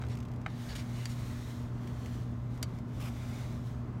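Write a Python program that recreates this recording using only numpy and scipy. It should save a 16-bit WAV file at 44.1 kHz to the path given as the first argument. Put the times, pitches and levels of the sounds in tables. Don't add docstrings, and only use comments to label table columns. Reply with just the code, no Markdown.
import sys
import numpy as np
from scipy import signal
from scipy.fft import rfft, irfft, next_fast_len
from scipy.io import wavfile
from scipy.ndimage import map_coordinates

SR = 44100
rng = np.random.default_rng(int(sys.argv[2]) if len(sys.argv) > 2 else 0)


def digitize_waveform(pressure):
    field = np.atleast_2d(pressure).T
    bounded = np.clip(field, -1, 1)
    quanta = np.round(bounded * 32767).astype(np.int16)
    wavfile.write(sys.argv[1], SR, quanta)


N = 176400

# start_s, length_s, level_db, tilt_db_per_octave, ring_hz, ring_boost_db
BELT_TUGS = [(0.092, 0.048, -55, -1, 7000, 0), (0.476, 0.18, -62, -4, 4030, 8),
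             (0.687, 0.046, -49.5, -2.5, 4570, 7), (0.751, 0.016, -45, 1.5, 2980, 6),
             (0.78, 0.025, -49.5, 0, 2300, 3), (0.951, 0.087, -55.5, -0.5, 2870, 9),
             (1.093, 0.029, -54.5, 3.5, 11500, 2), (3.16, 0.303, -60, -5, 2050, 7)]
# pitch_hz, level_db
RASP_COLOUR = [(200, -23), (700, -1), (2400, -1), (3400, -4), (4400, -4), (6000, -9.5), (8000, -10.5),
               (9500, -10), (10400, -20), (11500, -15), (15500, -26)]
# pitch_hz, width_hz, boost_db
RASP_PEAKS = [(2060, 130, 3), (2950, 84, 4.5), (3860, 170, 5.5), (4620, 140, 4), (5480, 150, 10),
              (6900, 170, 8.5), (8380, 88, 0), (9200, 170, 3), (11700, 160, 6), (14400, 150, 8)]
# start_s, length_s, level_db
TIGHT_PULL = (2.999, 0.085, -48.5)
# pitch_hz, level_db
PULL_COLOUR = [(200, 4), (750, 2.5), (1400, -1.5), (2400, -1), (3100, -2.5), (4000, -9), (6500, -13.5),
               (9800, -12.5), (10500, -16.5), (15500, -19)]
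# pitch_hz, width_hz, boost_db
PULL_PEAKS = [(1160, 51, 5.5), (5150, 130, 10), (6000, 90, 4), (6750, 120, 5), (7380, 100, 5),
              (11300, 200, 9), (13500, 200, 6), (15220, 130, 9)]
# start_s, level_db
BELT_TICKS = [(0.015, -52), (.049, -55), (.066, -52.5), (.085, -52), (.152, -49.5), (.1715, -48),
              (.187, -54), (0.2028, -49.5), (0.226, -54), (.231, -57), (0.251, -53.5), (.2838, -54.5),
              (.3152, -54), (0.337, -57), (.3595, -58), (.4145, -56), (.5008, -55), (.519, -67),
              (1.8735, -49.5), (2.0594, -47.5), (2.5755, -53.5), (2.786, -54.5)]
# pitch_hz, level_db
BELT_TICK_COLOUR = [(500, -23), (2000, 9), (4000, 1.5), (6500, 0.5), (9000, -6.5), (10400, -11),
                    (11800, -7), (15500, -13)]

# start_s, level_db, treble_cut_hz, bass_cut_hz
LATCH_SNAPS = [(1.0554, -33, 6040, 2200), (2.6278, -31, 19000, 400)]
# pitch_hz, level_db, fade_s (time to fall by 60 dB)
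LATCH_NOTES = [(1448, -7, 0.026), (2200, -13, .03), (4000, -12, 0.015), (4650, -0.5, 0.028),
               (5720, -11, .018), (5900, -9, .016), (6930, -5, 0.025), (7700, -9, 0.029),
               (8700, -13, 0.014), (9640, -4, 0.012), (10140, -15, 0.01), (12500, -3, 0.0087),
               (13400, -10, .013)]
# pitch_hz, level_db
LATCH_COLOUR = [(300, -5), (1400, 4), (3500, 1.5), (7000, 0), (10000, -1.5), (11500, -8.5), (13300, -10),
                (15500, -15)]
# start_s, level_db, tilt_db_per_khz
SHELL_KNOCKS = [(0.0222, -46, 2), (.038, -38, -0.5), (.4622, -27, -0.3)]
# pitch_hz, level_db, fade_s
SHELL_NOTES = [(783, -4, 0.03), (1335, 2, 0.017), (1520, -3.5, 0.025), (2140, -5, 0.016),
               (3090, -10, 0.013), (3820, -12, .02)]
# pitch_hz, level_db
SHELL_COLOUR = [(300, -3), (900, -8), (1600, 11.5), (4000, -8), (7500, -12), (10000, -24), (15500, -28)]

# time_s, level_db
SWISH_LEVELS = [(0, -65.5), (.2, -78), (.43, -75), (.52, -62.5), (.63, -53.5), (.82, -55.5), (.88, -58),
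                (1.0, -53.5), (1.12, -55), (1.2, -54), (1.5, -55), (1.62, -59), (1.72, -65.5), (1.85, -61),
                (2.0, -58.5), (2.16, -56.5), (2.25, -63), (2.36, -68), (2.49, -67.5), (2.55, -60.5),
                (2.62, -71), (2.7, -64.5), (2.78, -63), (2.83, -74), (2.95, -59.5), (3.15, -57),
                (3.38, -54), (3.52, -57.5), (3.6, -61.5), (3.68, -58.5), (3.8, -68), (4, -86)]
# pitch_hz, level_db
SWISH_COLOUR = [(300, 7), (1100, 2.5), (2150, 3), (2700, -2), (3450, 2), (4800, -4), (5400, -3.5),
                (6000, -5), (6600, -4.5), (7700, -10), (9600, -13.5), (10400, -20), (11400, -11.5),
                (15500, -21)]
# pitch_hz, level_db
FIZZ_COLOUR = [(2000, -25), (6000, 4), (9000, 2), (10400, -1), (12000, -4), (15500, -1)]

# multiple (of HUM_HZ), level_db
HUM_TONES = [(1, -40.5), (2, -49.5), (5, -66)]
# pitch_hz, level_db
FAN_TONES = [(236, -55), (635.5, -71), (678, -74.5), (706, -73), (1051, -70.5), (2049, -76.5), (3084, -98)]
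# time_s, level_db
RUMBLE_LEVELS = [(0, -40.5), (.45, -40.5), (.7, -42), (1.4, -42.5), (1.8, -41.5), (2.5, -41.5), (3.2, -42),
                 (3.8, -41.5), (4, -40)]
# pitch_hz, level_db
RUMBLE_COLOUR = [(20, -21), (30, -12), (50, -3), (65, 1), (100, -1.5), (142, -0.5), (155, -5.5), (190, -5),
                 (270, -9.5), (350, -15), (420, -17), (520, -22), (750, -23.5), (1200, -25), (1800, -34.5),
                 (3500, -45), (7000, -52), (10300, -59.5), (15500, -61)]
# pitch_hz, fade_s
CABIN_FADES = [(200, 0.17), (2000, 0.086), (10000, 0.04)]

BRISK_DB, FIZZ_DB, FIZZ_GROWTH = -55.5, -9.5, 1.4
HUM_HZ, TOP_HZ = 120, 15830
CABIN_DB, BOUNCE_DB = -12, -21


def belt_rasps():
    out, t = np.zeros(N), np.arange(SR // 2) / SR
    for start_s, length_s, db, tilt_db, ring_hz, ring_db in BELT_TUGS:
        peaks = list(RASP_PEAKS) + [(ring_hz, 310, ring_db)]
        rasp = noise(RASP_COLOUR, len(t), grain_db=5, tilt_db=tilt_db, peaks=peaks)
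        add(out, start_s, amp(db) * stroke(t, length_s) * rasp)
    return out


def belt_zip():
    out, t = np.zeros(N), np.arange(SR // 4) / SR
    start_s, length_s, db = TIGHT_PULL
    rasp = noise(PULL_COLOUR, len(t), grain_db=6.5, peaks=PULL_PEAKS)
    add(out, start_s, amp(db) * stroke(t, length_s) * rasp)
    return out


def belt_ticks():
    out, t = np.zeros(N), np.arange(SR // 16) / SR
    shape = rise(t, attack_s=0.00051) * fade(t, fade_s=0.032)
    for start_s, db in BELT_TICKS:
        add(out, start_s, amp(db) * shape * noise(BELT_TICK_COLOUR, len(t)))
    return out


def latch_snaps():
    out = np.zeros(N)
    for start_s, db, treble_cut_hz, bass_cut_hz in LATCH_SNAPS:
        snap = strike(LATCH_NOTES, LATCH_COLOUR, crack_db=0, crack_fade_s=0.03)
        band = lambda hz: hz / np.hypot(hz, bass_cut_hz) / np.hypot(1, (hz / treble_cut_hz) ** 2)
        add(out, start_s, amp(db) * filtered(snap, band))
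    return out


def shell_knocks():
    out = np.zeros(N)
    for start_s, db, tilt_db in SHELL_KNOCKS:
        knock = strike(SHELL_NOTES, SHELL_COLOUR, crack_db=-7, crack_fade_s=0.024)
        tilt = lambda hz: amp(tilt_db * np.minimum(hz, 5000) / 1000)
        add(out, start_s, amp(db) * filtered(knock, tilt))
    return out


def strike(notes, colour, crack_db, crack_fade_s):
    t = np.arange(SR // 8) / SR
    ring = sum(amp(db + rng.normal()) * fade(t, fade_s) * sine(hz, t) for hz, db, fade_s in notes)
    burst = noise(colour, len(t))
    body = filtered(burst, lambda hz: 1 / (1 + (hz / 10700) ** 4))
    treble = burst - body
    crack = body * fade(t, crack_fade_s) + treble * fade(t, 0.75 * crack_fade_s)
    return (ring + amp(crack_db) * crack) * rise(t, attack_s=0.0003)


def jacket_swish():
    level_db = over_time(SWISH_LEVELS) + 0.6 * wobble(34.97)
    swish = amp(level_db) * noise(SWISH_COLOUR, N, grain_db=3)
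    fizz_db = BRISK_DB + FIZZ_DB + FIZZ_GROWTH * (level_db - BRISK_DB)
    return swish + amp(fizz_db) * noise(FIZZ_COLOUR, N)


def machine_hum():
    t = np.arange(N) / SR
    fan_time = t + 0.0021 * np.cumsum(wobble(6)) / SR
    tone = lambda hz, db, time: amp(db + 0.5 * wobble(12)) * np.sqrt(2) * sine(hz, time)
    hum = sum(tone(round(multiple) * HUM_HZ, db, t) for multiple, db in HUM_TONES)
    whine = sum(tone(hz, db, fan_time) for hz, db in FAN_TONES)
    return hum + whine


def traffic_rumble():
    level_db = over_time(RUMBLE_LEVELS) + 0.58 * wobble(9)
    return amp(level_db) * noise(RUMBLE_COLOUR, N)


def cabin_echo(x):
    hz, t, bands = signal.stft(rng.standard_normal(SR // 5), SR, nperseg=128)
    fading = bands * fade(t, over_pitch(CABIN_FADES, hz)[:, None])
    tail = signal.istft(fading, SR, nperseg=128)[1]
    echo = np.pad(tail / np.linalg.norm(tail), (SR // 500, 0))
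    return signal.fftconvolve(x, echo)[:N]


def with_bounces(x, count=6, delay_s=0.00202, drift_s=0.00015):
    delays = [delay_s * rng.uniform(0.2603, 1) + drift_s * wobble(1.91) for _ in range(count)]
    bounces = sum(map_coordinates(x, [np.arange(N) - delay * SR], order=3) for delay in delays)
    gain = amp(BOUNCE_DB)
    return (x + gain * bounces) / np.sqrt(1 + count * gain ** 2)


def noise(colour, size, grain_db=0, tilt_db=0, peaks=()):
    grains = rng.standard_normal(size) * amp(grain_db * rng.standard_normal(size))
    boost = lambda hz: sum(db / (1 + ((hz - centre) / width) ** 2) for centre, width, db in peaks)
    octaves = lambda hz: np.log2(np.maximum(hz, 500) / 1000)
    shaped = filtered(grains, lambda hz: amp(over_pitch(colour, hz) + boost(hz) + tilt_db * octaves(hz)))
    return shaped / np.sqrt(np.mean(shaped ** 2) + 1e-20)


def stroke(t, length_s, release_s=0.012):
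    return rise(t, attack_s=0.0014) * np.exp(-np.maximum(t - length_s, 0) / release_s)


def rise(t, attack_s):
    return 1 - np.exp(-t / attack_s)


def fade(t, fade_s):
    return amp(-60 * t / fade_s)


def sine(hz, t):
    return np.sin(2 * np.pi * (hz * t + rng.random()))


def wobble(rate):
    points = rng.standard_normal(int(N * rate / SR) + 4)
    return map_coordinates(points, [np.arange(N) * rate / SR])


def amp(db):
    return 10 ** (np.asarray(db) / 20)


def over_time(table):
    return np.interp(np.arange(N) / SR, *np.transpose(table))


def over_pitch(table, hz):
    pitches, values = np.transpose(table)
    return np.interp(np.log(hz + 1), np.log(pitches + 1), values)


def filtered(x, gain_at):
    size = next_fast_len(len(x) + 8192)
    hz = np.fft.rfftfreq(size, 1 / SR)
    return irfft(rfft(x, size) * gain_at(hz), size)[:len(x)]


def add(track, start_s, sound):
    part = track[max(round(start_s * SR), 0):][:len(sound)]
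    part += sound[:len(part)]


def scene():
    hits = latch_snaps() + shell_knocks() + belt_ticks()
    cloth = with_bounces(belt_rasps() + belt_zip() + jacket_swish())
    echo = amp(CABIN_DB) * cabin_echo(hits)
    return (hits + echo + cloth + machine_hum() + traffic_rumble())[None]


def record(dry):
    return filtered(dry[0], lambda hz: hz < TOP_HZ)[None]


dry = scene()
out = record(dry)
digitize_waveform(out)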